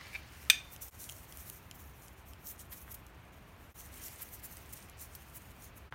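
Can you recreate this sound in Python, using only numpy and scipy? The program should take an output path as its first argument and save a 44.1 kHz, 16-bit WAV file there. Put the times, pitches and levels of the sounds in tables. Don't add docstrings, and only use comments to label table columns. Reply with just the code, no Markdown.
import sys
import numpy as np
from scipy import signal
from scipy.fft import rfft, irfft, next_fast_len
from scipy.io import wavfile
from scipy.ndimage import uniform_filter1d, map_coordinates

SR = 44100
rng = np.random.default_rng(int(sys.argv[2]) if len(sys.argv) > 2 else 0)


def master(y):
    cut = np.clip(np.atleast_2d(y).T, -1, 1)
    pcm = np.round(cut * 32767)
    wavfile.write(sys.argv[1], SR, pcm.astype(np.int16))


N = 261998

# delay_s, level_db
JOLTS = [(0, -16), (.0008, -14), (.0024, -19)]
# pitch_hz, level_db
CRACK_COLOUR = [(100, -39), (400, -24.5), (620, -15.5), (900, -19), (1250, -9.5), (1650, -0.5),
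                (2000, -5.5), (2450, -2), (3200, 4), (4200, -4.5), (5000, -3), (6700, -5), (7700, -14),
                (9000, -7.5), (10400, -14), (12500, -6), (16000, -14)]
# pitch_hz, level_db, fade_s (time to fall by 60 dB)
IRON_NOTES = [(1546, -13, .06), (1725, -11, .04), (1720, -17.5, 0.023), (2341, -27, .28), (2448, 1, 0.053),
              (2572, -14, 0.084), (2944, -11, .025), (3064, -7.5, 0.051), (3300, -16.5, .035),
              (3400, -16.5, .035), (3567, 7, 0.028), (3576, -24.5, 0.41), (3710, -11.5, 0.034),
              (4160, -19, .03), (4780, -5.5, 0.022), (5030, -12, .02), (5980, -8.5, .04), (5800, -35, .3),
              (6055, -16.5, .03), (6520, -9, 0.025), (6557, -30.5, 0.22), (6700, -16.5, 0.036),
              (7246, -27, .022), (8220, -7, .035), (9160, -21.5, .022), (12900, -22, .02)]


def snap(start_s=0.4994, ring_db=-14, crack_fade_s=0.021, build_s=0.00052):
    out, t = np.zeros(N), clock(SR // 2)
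    for delay, db in JOLTS:
        add(out, start_s + delay, amp(db - 60 * t / crack_fade_s) * noise(CRACK_COLOUR, len(t)))
    build_up = 1 - np.exp(-(t / build_s) ** 2)
    add(out, start_s, amp(ring_db) * build_up * ring(IRON_NOTES, t))
    return room(out, echo_db=-14.5, build_s=0.0049)


# start_s, level_db
SLIPS = [(.131, -41), (0.138, -46), (0.142, -39.5), (0.148, -36), (0.151, -32), (0.1561, -32.5),
         (0.1607, -34.5)]
# pitch_hz, level_db, fade_s
KEY_NOTES = [(1688, -8, 0.017), (2103, -8, .025), (2350, 0.5, .024), (2635, -11, 0.039),
             (3670, -13.5, 0.028), (5360, -15, .006)]
# pitch_hz, level_db
IRON_COLOUR = [(900, -10.5), (1600, -4.5), (2100, 0.5), (2600, -5.5), (3000, -5), (3500, -10), (4200, -8.5),
               (5200, -11), (9000, -26)]


def creak(grit_db=-14, grit_fade_s=0.027, build_s=0.0006):
    out, t = np.zeros(N), clock(SR // 10)
    for start, db in SLIPS:
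        grit = amp(grit_db - 60 * t / grit_fade_s) * noise(IRON_COLOUR, len(t))
        key = (1 - np.exp(-t / build_s)) * ring(KEY_NOTES, t)
        add(out, start, amp(db) * (grit + key))
    return room(out, echo_db=-16.5)


# start_s, peak_db, ring_db, edge_db
TICKS = [(0.7617, -36, -2.5, -8), (1.04, -34, -25, -8), (1.0904, -34, 1, -9), (1.0949, -30.5, 0, -12),
         (1.3232, -36, -5, -7), (1.3713, -34.5, -9, 6), (1.498, -28.5, -7.5, 9), (1.7111, -34, 4.5, -5),
         (2.0815, -42, -7, -9), (2.3335, -41.5, 4, -3), (3.0651, -45.5, -19, 0), (3.8059, -41, 3, 3.5),
         (4.0816, -33, -10, 0), (4.5687, -36, -17, -13), (4.8964, -38, -10, 0), (5.1499, -35, -11, 3)]
# pitch_hz, level_db, fade_s
SHAFT_NOTES = [(2700, 3.5, 0.0046), (3220, 3, 0.01), (3960, -5, 0.0052), (5210, -3.5, 0.0052),
               (7450, -3, 0.0093)]
# pitch_hz, level_db
TIP_COLOUR = [(1500, -33), (4500, -5.5), (7000, -1), (10000, -2), (12000, -7), (16000, -23.5)]
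EDGE_COLOUR = [(4000, -47), (9500, 4), (11500, 11), (16000, -5)]


def ticks(click_fade_s=0.008, shaft_db=-2, delay_s=0.0011):
    out, t = np.zeros(N), clock(SR // 20)
    for start, db, ring_db, edge_db in TICKS + faint_ticks():
        click = noise(TIP_COLOUR, len(t)) + amp(edge_db) * noise(EDGE_COLOUR, len(t))
        shaft = amp(shaft_db + ring_db) * ring(SHAFT_NOTES, t, detune=0.019 * rng.standard_normal())
        tick = amp(-60 * t / click_fade_s) * click + shaft
        add(out, start + delay_s, amp(db) * tick / np.abs(tick).max())
    return room(out, echo_db=-14)


def faint_ticks(count=18, over_stroke_db=7, spread_db=2, ring_db=-9, edge_db=0):
    rows = []
    for _ in range(count):
        peak, db, rise, fall, _ = STROKES[rng.integers(len(STROKES))]
        start = peak + rng.uniform(-2 * rise, 2 * fall)
        levels = rng.normal([db + over_stroke_db, ring_db, edge_db], spread_db)
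        rows.append((start, *levels))
    return [row for row in rows if row[0] > 0]


# peak_s, level_db, rise_s, fall_s, palm_over_fingers_db
STROKES = [(.13, -60.5, 0.047, 0.027, 3.5), (.44, -61.5, 0.084, 0.16, 1.5), (.735, -58, .025, .018, -3),
           (0.823, -47.5, 0.0063, 0.038, -1.5), (1.04, -52, 0.057, 0.13, 1), (1.46, -55, 0.11, 0.092, -2),
           (1.78, -56, 0.025, 0.061, -3.5), (2.02, -63, .04, 0.064, -1.5), (2.295, -61, 0.016, 0.018, -4),
           (2.49, -51.5, 0.034, 0.024, -4), (2.61, -49.5, 0.014, 0.011, 2.5),
           (2.75, -57.5, 0.034, 0.043, -3.5), (2.825, -56.5, 0.015, 0.011, -11),
           (2.93, -61, .035, 0.031, -5), (3.62, -64.5, 0.017, 0.036, 0), (3.8, -54, 0.038, 0.036, -0.5),
           (4.02, -54, 0.07, .14, 0), (4.34, -56, 0.13, 0.032, -2.5), (4.53, -55.5, .035, 0.063, -2.5),
           (4.82, -59.5, 0.072, 0.038, 2), (5.019, -49, 0.017, 0.024, 0), (5.14, -60, 0.041, 0.057, 2),
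           (5.35, -62.5, 0.1, 0.11, -0.5), (5.65, -55.5, .027, 0.028, 0.5)]
# pitch_hz, level_db
PALM_COLOUR = [(2000, -24.5), (4000, -9.5), (4900, -12.5), (5600, -3.5), (6800, -2), (7700, -5), (9200, -1),
               (10400, -5.5), (12500, -23), (16000, -26.5)]
FINGER_COLOUR = [(5000, -28), (8500, -21), (10400, -9.5), (11400, -0.5), (13200, 0), (15500, -0.5),
                 (16000, -7.5)]


def gloves(palm_db=-3, fingers_db=-1, flutter_db=2.8, resting_db=-71.5):
    on_palm = on_fingers = amp(resting_db)
    for peak, db, rise, fall, grip_db in STROKES:
        stroke = swell(peak, rise, fall)
        on_palm = np.hypot(on_palm, amp(db + grip_db / 2) * stroke)
        on_fingers = np.hypot(on_fingers, amp(db - grip_db / 2) * stroke)
    palm = amp(palm_db) * on_palm * friction(PALM_COLOUR, catch_db=16, per_second=44)
    fingers = amp(fingers_db) * on_fingers * friction(FINGER_COLOUR, catch_db=6.5, per_second=80)
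    flutter = amp(flutter_db * wobble(45))
    return room(flutter * (palm + fingers), echo_db=-19)


# peak_s, level_db, rise_s, fall_s
SCRAPES = [(.82, -52, .005, .012), (2.511, -43.5, .01, .008), (2.728, -44, 0.008, .013),
           (2.924, -44.5, 0.011, .004), (2.9445, -40.5, .002, .006), (4.228, -39, .011, 0.0055),
           (4.448, -41.5, .01, .012), (4.572, -54, .002, .003), (4.735, -39.5, 0.0049, .005),
           (5.154, -46, 0.0028, 0.0051), (5.37, -44.5, .014, .008), (5.778, -52, .01, 0.0069)]
DRAGS = [(.06, -54, .12, 0.11), (.36, -60.5, 0.093, 0.37), (1.45, -66.5, 0.24, 0.15),
         (2.722, -54.5, 0.0028, 0.015), (4.04, -61.5, 0.079, 0.069), (4.205, -58, 0.0089, .012),
         (4.6, -64, 0.53, .8)]
# pitch_hz, level_db
SCRAPE_COLOUR = [(800, -22), (2300, -9), (4500, -12), (7000, -4), (10400, -1), (12500, 4.5), (16000, 1)]


def scraping():
    scrapes = pressure(SCRAPES) * friction(SCRAPE_COLOUR, catch_db=-3, per_second=530)
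    drags = pressure(DRAGS) * friction(IRON_COLOUR, catch_db=5.5, per_second=150)
    return room(scrapes + drags, echo_db=-17.5)


# start_s, level_db
KNOCKS = [(2.879, -44), (2.889, -46.5), (4.203, -46), (5.9244, -30.5)]
# pitch_hz, level_db, fade_s
BENCH_NOTES = [(118, -15.5, 0.14), (420, -19, .04), (694, -8.5, 0.011), (956, -5, 0.016), (1560, 1, 0.0079),
               (2130, -6.5, 0.0098), (3200, -8, 0.0046)]


def knocks():
    out = np.zeros(N)
    for start, db in KNOCKS:
        add(out, start, amp(db) * ring(BENCH_NOTES, clock(SR // 10)))
    return room(out, echo_db=-4.5, build_s=0.0021)


# pitch_hz, level_db
AIR_COLOUR = [(12, -59), (20, -32.5), (42, -7), (65, -1.5), (205, -14), (275, -16.5), (418, -18.5),
              (472, -21.5), (666, -18.5), (810, -20), (1060, -20), (2060, -25), (2270, -24.5), (2500, -25),
              (7000, -47), (9100, -82.5), (15400, -120)]


def room_hum(air_db=-55, drone_hz=70.7, drone_db=-64, waver_db=3):
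    loudness = amp(drone_db + waver_db * wobble(6.5))
    drone = loudness * np.sin(2 * np.pi * drone_hz * clock(N) + wobble(7.6))
    return amp(air_db) * noise(AIR_COLOUR) + drone


# pitch_hz, fade_s
WALL_FADES = [(300, 0.29), (1500, .3), (3500, .33), (7000, 0.25), (14000, .17)]


def room(x, echo_db, build_s=0.0027):
    hz, t, bands = signal.stft(rng.standard_normal(SR // 2), SR, nperseg=256)
    fade = amp(-60 * t / along(WALL_FADES, hz)[:, None])
    tail = signal.istft(bands * fade, SR, nperseg=256)[1]
    tail *= 1 - np.exp(-(clock(len(tail)) / build_s) ** 2)
    return x + amp(echo_db) * signal.fftconvolve(x, tail / np.linalg.norm(tail))[:N]


def friction(colour, catch_db, per_second, catch_fade_s=0.0043, shift_db=2):
    catches = (rng.random(N) < per_second / SR) * rng.uniform(0, 1, N) ** 2
    bursts = signal.fftconvolve(catches, amp(-60 * clock(SR // 20) / catch_fade_s))[:N]
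    hiss = rng.standard_normal(N) * (1 + amp(catch_db) * bursts)
    bands = signal.stft(hiss, nperseg=256)[2]
    patches = uniform_filter1d(rng.standard_normal(bands.shape), size=4, axis=0)
    patches = uniform_filter1d(patches, size=14, axis=1)
    shifting = signal.istft(bands * amp(shift_db * unit(patches)), nperseg=256)[1][:N]
    return coloured(shifting, colour)


def swell(peak_s, rise_s, fall_s, shape=1.64):
    t = clock(N) - peak_s
    return np.exp(-0.5 * np.abs(t / np.where(t < 0, rise_s, fall_s)) ** shape)


def pressure(pushes):
    return sum(amp(db) * swell(peak, rise, fall) for peak, db, rise, fall in pushes)


def ring(notes, t, detune=0):
    return sum((-1) ** k * amp(db - 60 * t / fade_s) * np.sin(2 * np.pi * hz * (1 + detune) * t)
               for k, (hz, db, fade_s) in enumerate(notes))


def noise(colour, length=N):
    return coloured(rng.standard_normal(length), colour)


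def coloured(x, colour):
    return unit(filtered(x, lambda hz: amp(along(colour, hz))))


def filtered(x, gain_at):
    size = next_fast_len(len(x) + 8192)
    return irfft(rfft(x, size) * gain_at(np.fft.rfftfreq(size, 1 / SR)), size)[:len(x)]


def along(points, hz):
    pitches, values = np.transpose(points)
    return np.interp(np.log(hz + 1), np.log(pitches + 1), values)


def wobble(per_second):
    points = rng.standard_normal(int(N * per_second / SR) + 4)
    return map_coordinates(points, [np.arange(N) * per_second / SR])


def add(track, start_s, sound):
    start = round(start_s * SR)
    track[start:start + len(sound)] += sound[:max(N - start, 0)]


def amp(db):
    return 10 ** (np.asarray(db) / 20)


def unit(x):
    return x / np.sqrt(np.mean(x ** 2) + 1e-20)


def clock(length):
    return np.arange(length) / SR


def scene():
    return (snap() + creak() + ticks() + gloves() + scraping() + knocks() + room_hum())[None]


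# silent_at_s, fade_out_s, fade_in_s
DIPS = [(.905, 0.023, 0.041), (3.739, 0.042, 0.02), (5.905, 0.032, 0.0212)]


def record(dry, top_hz=15900):
    t, gain = clock(N), np.ones(N)
    for silent_at, fade_out, fade_in in DIPS:
        gain *= np.clip(np.maximum((silent_at - t) / fade_out, (t - silent_at) / fade_in), 0, 1)
    return filtered(dry[0] * gain, lambda hz: hz < top_hz)[None]


dry = scene()
out = record(dry)
master(out)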